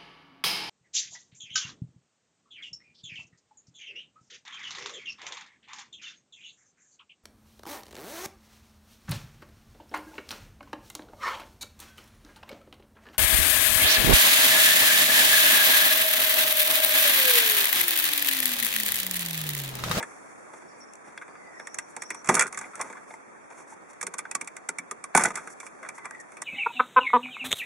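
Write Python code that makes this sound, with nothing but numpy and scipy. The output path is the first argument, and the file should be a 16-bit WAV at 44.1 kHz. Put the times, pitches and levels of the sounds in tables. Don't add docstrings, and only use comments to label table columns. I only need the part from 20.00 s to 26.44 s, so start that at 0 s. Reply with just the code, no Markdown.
import sys
import numpy as np
from scipy import signal
from scipy.fft import rfft, irfft, next_fast_len
from scipy.io import wavfile
from scipy.ndimage import uniform_filter1d

SR = 44100
rng = np.random.default_rng(int(sys.argv[2]) if len(sys.argv) > 2 else 0)


def wav_out(sig):
    wavfile.write(sys.argv[1], SR, np.round(np.clip(np.atleast_2d(sig).T, -1, 1) * 32767).astype(np.int16))


def voltage_ratio(decibels):
    exponent = np.asarray(decibels, float) / 20
    return 10 ** exponent


N = 284004

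# frequency in Hz, level in dB.
FIZZ = [(3000, -14), (5000, -1.5), (7000, 0.5), (9000, 0), (12000, -0.5)]
# centre in Hz, width in Hz, depth in dB.
NOTCHES = [(3026, 290, -12.5), (3996, 303, -13), (5036, 320, -18)]


def evened(x):
    return x / np.sqrt(np.mean(x ** 2) + 1e-20)


def peaked(x, db):
    return voltage_ratio(db) * x / np.sqrt(uniform_filter1d(x.mean(0) ** 2, 130).max() + 1e-20)


def read(points, hz):
    f, value = np.transpose(points)
    return np.interp(np.log(hz + 1), np.log(f + 1), value)


def add(mix, s, sound, pan_db):
    part = mix[:, round(s * SR):][:, :sound.shape[-1]]
    sides = voltage_ratio(np.array([[pan_db / 2], [-pan_db / 2]]))
    part += (sound * sides)[:, :part.shape[1]]


def band(x, lo_hz, hi_hz, order=2):
    edges = [lo_hz, min(hi_hz, SR / 2 - 99)]
    return signal.sosfilt(signal.butter(order, edges, "band", fs=SR, output="sos"), x)


def resonate(x, hz, width):
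    r = np.exp(-np.pi * width / SR)
    if np.ndim(hz) == 0:
        return 2 * signal.lfilter([1 - r], [1, -r * np.exp(2j * np.pi * hz / SR)], x).real
    turn = np.exp(2j * np.pi * np.cumsum(hz) / SR)
    return 2 * (turn * signal.lfilter([1 - r], [1, -r], x / turn)).real


def pair(noise, same):
    same = np.clip(same, -1, 1)
    return np.array([noise[0], same * noise[0] + np.sqrt(1 - same ** 2) * noise[1]])


def pressed_rub(t, hz):
    # time in s, level in dB.
    pressure = [
        (0.0, 10.5),
        (0.86, 2.5),
        (2.21, 5.5),
        (2.46, -6),
        (2.55, 10.5),
        (3.25, 2),
        (4.11, 1.5),
        (5.09, 1.5),
        (5.35, 4.5),
        (6.44, 3),
    ]
    # frequency in Hz, level in dB.
    air_colour = [(35, -14), (80, -25), (120, -9.5), (300, -0.5), (600, -3.5), (1200, -4), (2500, -13),
                  (4000, -17)]
    press_db = np.interp(t, *np.transpose(pressure))
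    body = voltage_ratio(-50.5 + 0.32 * press_db - 2.5 + read(air_colour, hz)) * (hz < 5200)
    fizz = voltage_ratio(-63 + press_db - 12.0 + read(FIZZ, hz))
    return np.hypot(body, fizz)


def brushes(t, hz):
    # start in s, length in s, fizz in dB, body in dB.
    strokes = [(0.036, 0.65, -80, -81), (0.514, 0.092, -54.5, -58), (0.78, 0.038, -56, -81),
               (1.035, 0.1, -68, -52), (1.886, 0.043, -51, -87), (2.266, 0.15, -38, -34.5),
               (2.574, 0.11, -59, -47.5), (2.744, 0.19, -55.5, -47), (3.076, 0.094, -53.5, -56.5),
               (3.494, 0.069, -59, -54.5), (3.553, 0.09, -51.5, -52), (3.672, 0.078, -50.5, -54.5),
               (3.886, 0.036, -52, -56.5), (5.189, 0.049, -33.5, -31), (5.232, 0.092, -41.5, -38),
               (5.331, 0.062, -58, -45), (5.383, 0.15, -53, -51), (5.492, 0.047, -45, -68),
               (5.596, 0.095, -47, -77), (5.803, 0.097, -61, -55.5), (5.944, 0.052, -49, -56),
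               (6.199, 0.021, -43.5, -69), (6.293, 0.08, -61, -65)]
    # frequency in Hz, level in dB.
    skin_colour = [(80, -16), (220, -1), (400, -4), (1000, -1), (2300, -6.5), (3300, -9), (5000, -14.5)]
    start, length, fizz_db, body_db = np.transpose(strokes)[:, :, None]
    swell = np.sin(np.pi * np.clip((t - start) / length, 0, 1)).clip(0)
    body = np.sqrt((swell * voltage_ratio(2 * body_db)).sum(0)) * voltage_ratio(read(skin_colour, hz) - 4.5)
    fizz = np.sqrt((swell * voltage_ratio(2 * fizz_db)).sum(0)) * voltage_ratio(read(FIZZ, hz) - 13.5) * (hz > 4300)
    return np.hypot(body, fizz)


def rub():
    # frequency in Hz, coherence as a ratio.
    likeness = [(60, 0.62), (220, -0.42), (840, -0.26), (3140, 0.0023), (11700, -0.026)]
    frames, hz = N // 128 + 5, np.fft.rfftfreq(512, 1 / SR)
    draws = rng.standard_normal((frames, 257, 9)).T
    air, skin = (draws[:4] + 1j * draws[4:8]).reshape(2, 2, 257, frames)
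    patches = evened(uniform_filter1d(uniform_filter1d(draws[8], 6, 0), 16, 1))
    flicker = evened(uniform_filter1d(rng.standard_normal(frames), 4))
    hz, t = hz[:, None], np.arange(frames) * 128 / SR
    z = pair(air, read(likeness, hz)) * pressed_rub(t, hz) * voltage_ratio(0.63 * flicker)
    z += pair(skin, np.exp(-hz / 9000)) * brushes(t, hz) * voltage_ratio(2.0 * flicker)
    sound = signal.istft(z * voltage_ratio(0.75 * patches), nperseg=512, noverlap=384)[1]
    return sound[:, :N] * voltage_ratio([[-.4], [.4]])


def slips():
    # start in s, tick peak in dB, knock peak in dB, panel in Hz.
    touches = [(0.0014, -55, -28.5, 875), (0.0269, -23.5, -25.5, 1700), (0.5342, -61, -38, 870),
               (0.6194, -49, -45, 880), (1.2135, -58, -37.5, 1570), (1.2203, -44, -38.5, 1650),
               (1.279, -48, -41.5, 607), (1.3526, -63, -41.5, 1340), (3.1035, -53, -41, 690),
               (3.5024, -45, -43.5, 920), (3.7224, -59, -46, 905), (3.932, -41, -54, 1030)]
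    # start in s, tick in dB, knock in dB, panel in Hz.
    taps = [
        (0.935, -34, -60, 899),
        (0.954, -36.5, -60, 900),
        (1.1755, -34.5, -34, 1620),
        (3.1383, -40, -39, 920),
        (3.51, -55, -37, 910),
        (6.109, -31, -32, 1640),
    ]
    # start in s, tick in dB, knock in dB, panel in Hz.
    pulled = [(1.5966, -38.5, -33.5, 1670), (1.6706, -25, -34, 1870), (1.7435, -22.5, -39, 1620),
              (1.7858, -15.5, -29, 2060), (1.9647, -22.5, -31, 940), (2.0203, -20.5, -33, 1940),
              (2.0351, -32, -40, 1120), (2.1038, -19, -25, 2230), (2.146, -27, -34.5, 1090),
              (4.0119, -20, -31.5, 1620), (4.0277, -17.5, -28, 1190), (4.0673, -16, -29.5, 1530),
              (4.139, -22, -31, 1100), (4.183, -18.5, -39, 2220), (4.1889, -17.5, -27, 2090),
              (4.252, -63, -32, 1560), (4.3125, -17.5, -30, 2500), (4.35, -10.5, -26.5, 1130),
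              (4.4116, -19, -31.5, 2220), (4.4448, -35, -58, 996), (4.4745, -23.5, -35, 2220),
              (4.566, -26, -36.5, 2020), (4.6888, -12.5, -24, 1390), (4.785, -18, -30, 2190),
              (4.9113, -19, -27.5, 1220), (5.0396, -21, -32, 1090), (5.888, -23.5, -31.5, 2320),
              (6.0542, -27.5, -29, 1160), (6.4183, -19.5, -30.5, 1220)]
    # start in s, tick in dB, knock in dB, panel in Hz, t60 in s.
    snaps = [(2.2442, -29.5, -37.5, 1190, 0.12), (2.273, -23.5, -28.5, 2500, 0.011),
             (2.2889, -7, -12, 1110, 0.06), (2.294, -14, -11.5, 920, 0.019), (2.3378, -28, -32, 1400, 0.03),
             (2.3419, -8, -24.5, 1010, 0.076), (2.351, -7, -27, 1730, 0.035),
             (2.3674, -18, -20.5, 1330, 0.19), (2.394, -4, -14.5, 1860, 0.042),
             (2.4086, -8.5, -14.5, 2340, 0.053), (2.422, -11, -18.5, 1480, 0.056),
             (5.1418, -44, -35, 760, 0.082), (5.149, -8.5, -7, 874, 0.027), (5.153, -24, -15, 780, 0.023),
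             (5.1641, -8, -22.5, 1470, 0.094), (5.1735, -8.5, -10.5, 1010, 0.047),
             (5.194, -20, -19.5, 1470, 0.12), (5.2098, -20, -35, 1420, 0.075),
             (5.2362, -8, -22, 740, 0.044), (5.2492, -33, -18, 1500, 0.041), (5.255, -12, -17, 830, 0.045),
             (5.3038, -31, -26, 1180, 0.027), (5.341, -41, -43, 2060, 0.033),
             (5.3554, -17, -30.5, 2020, 0.049), (5.372, -27, -27.5, 1470, 0.085)]
    # start in s, tick in dB, knock in dB, panel in Hz.
    rattle_side = [(2.2584, -31, -41, 1640), (2.4572, -38, -28.5, 1400), (2.4672, -24.5, -33, 1590),
                   (2.4764, -28, -41, 1210), (2.5262, -25, -33.5, 1240), (2.5447, -29, -36, 2070),
                   (2.574, -19.5, -29.5, 1640), (2.5883, -21.5, -39, 1220), (2.6122, -28, -32, 1540),
                   (2.6394, -55, -37, 2130), (2.7324, -57, -39, 1410), (2.7541, -25, -42, 1580),
                   (2.794, -35, -31.5, 1180), (2.802, -43, -27, 890), (2.812, -17, -28.5, 1400),
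                   (2.8424, -51, -40, 1030), (2.899, -39, -37.5, 1070), (2.9262, -37.5, -39, 1560),
                   (2.952, -50, -40, 1170), (2.9694, -55, -37, 1560)]
    # start in s, tick in dB, knock in dB, panel in Hz.
    rattle_low = [(5.285, -29, -50, 1500), (5.473, -29.5, -32.5, 1450), (5.6012, -28.5, -36.5, 2320),
                  (5.629, -45, -37.5, 1050), (5.665, -31, -37.5, 2390), (5.8285, -41, -34.5, 1460),
                  (5.8475, -53, -35, 1540), (5.8617, -58, -35.5, 1370), (5.9804, -38.5, -35, 1130),
                  (6.0448, -45, -35.5, 1220), (6.1474, -46, -42.5, 2020), (6.2014, -38, -49, 1800),
                  (6.3193, -40.5, -47.5, 2000), (6.3687, -36.5, -37, 2380)]
    rows = [(*row, -2.5) for row in snaps] + [(*row, .009, 1.5) for row in taps]
    groups = [(touches, -2, 0.055, 0.062), (pulled, -2, 0.042, 0.04),
              (rattle_side, -2, 0.055, 0.062), (rattle_low, -3.5, 0.055, 0.062)]
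    for table, pan_db, ring_s, longest_s in groups:
        for s, tick_db, knock_db, hz in table:
            t60 = min(ring_s * voltage_ratio(0.13 * (knock_db - tick_db)), longest_s)
            rows.append((s, tick_db, knock_db, hz, t60, pan_db))
    return rows


def ticks(slip_rows):
    creep_s = .003
    out, t = np.zeros((2, N)), np.arange(3000) / SR
    free = np.maximum(t - creep_s, 0)
    onset = 1 - np.exp(-free / 0.00069) + voltage_ratio(-21) * np.minimum(t / creep_s, 1)
    strike = 1.9 * np.exp(-((t - creep_s - .0003) / .00003) ** 2)
    chance = rng.standard_normal((len(slip_rows), 3, len(t)))
    for (s, db, _, _, t60, pan_db), (a, b, grain) in zip(slip_rows, chance):
        fall = voltage_ratio(-60 * free / .014) + .45 * voltage_ratio(-60 * free / np.clip(1.28 * t60, .008, .2))
        uneven = voltage_ratio(2.6 * uniform_filter1d(grain, 24) * np.sqrt(24))
        spray = (pair([a, b], 0.4) + strike) * uneven * fall * onset
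        tongue_hz = 8100 + 700 * np.clip(grain[0], -2, 2)
        ring = evened(band(spray, 1920, 17000)) + 0.57 * evened(resonate(spray, tongue_hz, 1170))
        add(out, max(s - creep_s, 0), peaked(ring, db - 2.5), 2.43 * pan_db + 0.5)
    return out


def knocks(slip_rows):
    # frequency in Hz, gain in dB, t60 in s.
    panel = [(920, 10.5, 0.13), (1030, 6, 0.057), (1220, 13, 0.022), (1470, 11, 0.028), (1620, 10, 0.075),
             (1800, -4, 0.021), (2020, 9, 0.02), (2220, -27, 0.04), (2340, -27, 0.038), (3350, 13, 0.026),
             (760, -40, 0.06)]
    out, t = np.zeros((2, N)), np.arange(5000) / SR
    contact = 16 * np.exp(-t / .00016)
    chance = rng.standard_normal((len(slip_rows), 3, len(t)))
    for (s, _, db, hz, t60, pan_db), (a, b, spot) in zip(slip_rows, chance):
        fall = voltage_ratio(-60 * t / np.clip(1.3 * t60, .008, .2)) * (1 - np.exp(-t / 0.00073))
        blow = (pair([a, b], 0.84) + contact) * fall
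        modes = sum(voltage_ratio(gain + 0.59 * u) * resonate(blow, f, 1.9 / ring)
                    for (f, gain, ring), u in zip(panel, spot))
        body = 0.43 * evened(band(blow, 1140, 2930)) + 0.88 * evened(resonate(blow, hz, 165))
        body = body + 0.5 * evened(modes)
        add(out, s, peaked(body, db + 1.92), 0.29 * pan_db + 0.59)
    return out


def dispersed(x):
    size = next_fast_len(N + 2000)
    hz = np.fft.rfftfreq(size, 1 / SR)
    late_s = 0.003991 * np.clip(np.sqrt(2607 / (hz + 1)) - 1, 0, 2)
    phase = 2 * np.pi * np.cumsum(late_s) * hz[1]
    return irfft(rfft(x, size) * np.exp(-1j * phase), size)[:, :N]


def jolts(rows, t60, lift_db, rise, sharpness):
    out, t = np.zeros((2, N)), np.arange(6000) / SR
    fall = voltage_ratio(-60 * t / np.clip(t60, .01, .3)) * (1 - np.exp(-t / rise))
    for (s, db, hz), shake in zip(rows, rng.standard_normal((len(rows), len(t)))):
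        push = shake * fall
        ring = evened(band(push, 0.44 * hz, 1.47 * hz, order=3))
        ring = ring + 1.02 * evened(resonate(push, hz, hz / sharpness))
        add(out, s, peaked(ring[None], db + lift_db), .3)
    return out


def thumps():
    # start in s, peak in dB, frequency in Hz.
    events = [(0.009, -34, 454), (0.534, -44, 382), (1.597, -38.5, 510), (1.968, -41, 495),
              (2.109, -38.5, 292), (2.288, -15.5, 228), (2.2895, -20.5, 580), (2.344, -24, 427),
              (2.399, -35, 395), (2.429, -36, 455), (2.799, -33.5, 490), (2.899, -39, 437),
              (4.028, -36, 400), (4.072, -36, 394), (4.142, -44, 410), (4.353, -42, 256), (4.419, -40, 296),
              (4.692, -37, 400), (4.793, -40, 280), (4.915, -37, 407), (5.15, -15.5, 270),
              (5.177, -26, 227), (5.249, -30, 157), (5.368, -42, 400), (5.82, -43.5, 410),
              (2.303, -22.5, 300), (2.314, -28, 400), (2.37, -32, 390), (2.447, -37, 373),
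              (5.217, -33.5, 330), (5.272, -33, 332)]
    return jolts(events, t60=0.081, lift_db=0.12, rise=0.0015, sharpness=7.0)


def squeaks():
    # start in s, length in s, top in dB, first Hz, last Hz.
    whistles = [
        (0.59, 0.3, -54, 4600, 4830),
        (0.656, 0.083, -53, 5400, 5400),
        (0.73, 0.058, -57, 5650, 5750),
        (0.801, 0.028, -42, 5530, 5550),
        (0.826, 0.028, -44, 5470, 5540),
        (0.845, 0.099, -56, 5570, 5400),
        (1.241, 0.34, -54, 4730, 4870),
        (1.513, 0.41, -48.5, 5430, 5850),
        (1.969, 0.27, -43, 5500, 5840),
    ]
    # start in s, length in s, top in dB, first Hz, last Hz.
    creaks = [
        (1.345, 0.31, -47.5, 2090, 1830),
        (5.969, 0.32, -47.5, 2046, 1800),
    ]
    out = np.zeros((2, N))
    for table, width_hz in [(whistles, 400), (creaks, 120)]:
        for s, length, db, from_hz, to_hz in table:
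            u = np.arange(0, length, 1 / SR) / length
            a, b, flutter = rng.standard_normal((3, len(u)))
            hz = from_hz + (to_hz - from_hz) * u
            tone = evened(resonate(resonate(pair([a, b], 0.13), hz, width_hz), hz, width_hz))
            stick_db = 3.0 * evened(uniform_filter1d(flutter, 700))
            add(out, s, tone * voltage_ratio(db + stick_db) * np.sin(np.pi * u), 0)
    return out


def pings():
    # start in s, peak in dB, frequency in Hz.
    events = [(1.1762, -44, 3350), (1.5973, -52, 3460), (1.6712, -58, 3320), (1.9662, -54, 3700),
              (4.351, -40, 4650), (4.6892, -36.5, 4500), (4.788, -59, 4260), (2.2895, -41, 3700),
              (2.3955, -27, 4650), (1.7862, -44, 4300), (2.0206, -63, 3480), (2.1042, -65, 4400),
              (3.107, -57, 3530), (5.602, -56, 3500), (5.83, -60, 3450), (6.054, -55, 3500),
              (6.371, -58, 3500), (6.419, -59, 3600), (2.814, -49, 3500)]
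    return jolts(events, t60=0.025, lift_db=14.6, rise=0.0009, sharpness=28.0)


def rings():
    # start in s, peak in dB, frequency in Hz, t60 in s.
    struck = [(5.1495, -7.5, 785, 0.035), (5.154, -13.5, 1490, 0.055), (5.171, -24, 2120, .05),
              (5.174, -17.5, 1030, 0.07), (5.196, -28, 1480, .07), (5.208, -28, 1180, .05),
              (5.253, -17, 1487, 0.076), (5.255, -15, 2010, .06), (2.292, -17, 1950, 0.059),
              (2.367, -19, 1470, .04), (2.3945, -17, 1990, 0.037), (2.408, -19, 2333, .04),
              (2.41, -17, 1417, 0.11), (2.436, -29, 1408, .05), (1.597, -38, 2180, 0.052),
              (1.673, -39, 1890, 0.045), (1.786, -31.5, 2100, 0.03), (1.788, -24.5, 2700, 0.028),
              (1.787, -27.5, 1620, 0.053), (2.745, -33, 1330, .04), (2.799, -24.5, 1087, .04),
              (2.814, -31, 2260, 0.023), (2.9, -40, 2230, 0.032), (2.969, -41, 2070, 0.029),
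              (3.104, -45, 2170, 0.072), (3.109, -40, 873, 0.077), (3.139, -36.5, 2090, 0.021),
              (3.14, -38, 890, .04), (3.724, -36, 885, 0.043), (4.184, -33, 2390, 0.026),
              (4.191, -25.5, 2117, .03), (4.254, -33, 1510, 0.02), (4.313, -38, 2410, 0.023),
              (4.352, -30, 1120, 0.071), (4.69, -36, 2310, 0.039), (4.69, -30, 1388, 0.045),
              (4.786, -27.5, 2277, 0.023), (4.91, -40, 1220, 0.045), (4.013, -33, 2230, .03),
              (4.068, -35, 2410, 0.022), (4.412, -30, 2360, 0.026), (4.475, -35, 2390, 0.021),
              (4.569, -39, 1500, 0.036), (5.83, -40, 2040, .05), (5.833, -38, 650, 0.06),
              (5.978, -39, 2090, .06), (6.053, -32.5, 2360, 0.042), (6.42, -35, 1950, 0.05),
              (2.527, -36, 2080, .03), (2.575, -34, 1160, .05)]
    out, t = np.zeros((2, N)), np.arange(4000) / SR
    for (s, db, hz, t60), turn in zip(struck, rng.random(len(struck))):
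        fall = voltage_ratio(-60 * t / np.clip(t60, .01, .2)) * (1 - np.exp(-t / 0.00076))
        tone = np.sin(2 * np.pi * (hz * t + turn)) * fall
        add(out, s, peaked(tone[None], db - 3.0), -1.5)
    return out


def twangs():
    # start in s, peak in dB, frequency in Hz.
    events = [
        (2.3514, -10, 8800),
        (2.3962, -15, 7500),
        (5.1505, -7, 9900),
        (5.1742, -6, 9800),
        (5.1768, -14, 6100),
        (5.2368, -8, 9500),
    ]
    return jolts(events, t60=0.029, lift_db=0.42, rise=0.00029, sharpness=12.0)


def cabin(x):
    # frequency in Hz, t60 in s.
    decay = [(200, 0.43), (700, 0.057), (2000, 0.078), (8000, 0.049)]
    taps = np.zeros((2, 9000))
    at = np.arange(100, 8980, 20) + rng.integers(0, 20, (2, 444))
    np.put_along_axis(taps, at, rng.choice([-1., 1.], at.shape), 1)
    hz, t, z = signal.stft(taps, SR, nperseg=128)
    z = pair(z, np.exp(-hz / 5500)[:, None])
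    z = z * voltage_ratio(-60 * t / read(decay, hz)[:, None])
    tail = signal.istft(z, SR, nperseg=128)[1]
    return signal.fftconvolve(x.mean(0)[None], tail / np.linalg.norm(tail[0]), axes=1)[:, :N]


def scene():
    rows = slips()
    hits = ticks(rows) + dispersed(knocks(rows)) + thumps() + pings() + rings() + twangs()
    return hits + voltage_ratio(-14) * cabin(hits) + rub() + squeaks()


def housed(dry):
    # frequency in Hz, gain in dB.
    response = [(30, -15), (100, -9), (170, -5), (700, -2.5), (2350, -2.5), (2800, -16), (3500, -15),
                (4600, -18), (5300, -9.5), (6000, -5.5), (10200, -8), (11400, -18.5), (12000, -46),
                (13000, -34.5), (15500, -56)]
    hz = abs(np.fft.fftfreq(8192, 1 / SR))
    db = read(response, hz) + sum(g / (1 + ((hz - f) / w * 2) ** 2) ** 2 for f, w, g in NOTCHES)
    log_gain = np.log(voltage_ratio(np.maximum(db, -100)))
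    taps = np.fft.ifft(np.exp(log_gain - 1j * signal.hilbert(log_gain).imag)).real[:4096]
    return signal.oaconvolve(dry, taps[None], axes=1)[:, :N]


def gated(x):
    quiet_db, relative_db, busy_db, top_hz = -94.5, -24, -52, 12100
    hz, _, z = signal.stft(x, SR, nperseg=1024)
    hz = hz[:512, None]
    power = (abs(z[:, :512]) ** 2).mean(0, keepdims=True)
    bands = power.reshape(1, 256, 2, -1).mean(2).repeat(2, 1)
    bands = uniform_filter1d(bands, size=3, axis=2)
    loud = uniform_filter1d(power[:, :256].mean(1, keepdims=True), size=3, axis=2)
    thrift_db = 1.1 * evened(uniform_filter1d(rng.standard_normal(z.shape[2]), size=4))
    thrift_db = thrift_db + sum(13 * (abs(hz - f) < 75) for f, _, _ in NOTCHES)
    valley_db = np.where(hz < 5300, 0, -14)
    faint_floor = voltage_ratio(2 * (quiet_db + thrift_db))
    relative_floor = voltage_ratio(2 * (relative_db + valley_db)) * loud * (hz < top_hz)
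    keep = np.ones(z.shape)
    keep[:, :512] = (bands > np.maximum(faint_floor, relative_floor)) | (hz < 2500)
    keep[:, :512] *= (hz < top_hz) | (loud < voltage_ratio(2 * busy_db))
    return signal.istft(z * keep, SR, nperseg=1024)[1][:, :N]


def low_pass(x):
    return signal.sosfilt(signal.butter(12, 15800, fs=SR, output="sos"), x)


def record(dry):
    mix = gated(0.82 * np.tanh(housed(dry) / 0.95))
    return low_pass(mix)


dry = scene()
out = record(dry)
wav_out(out)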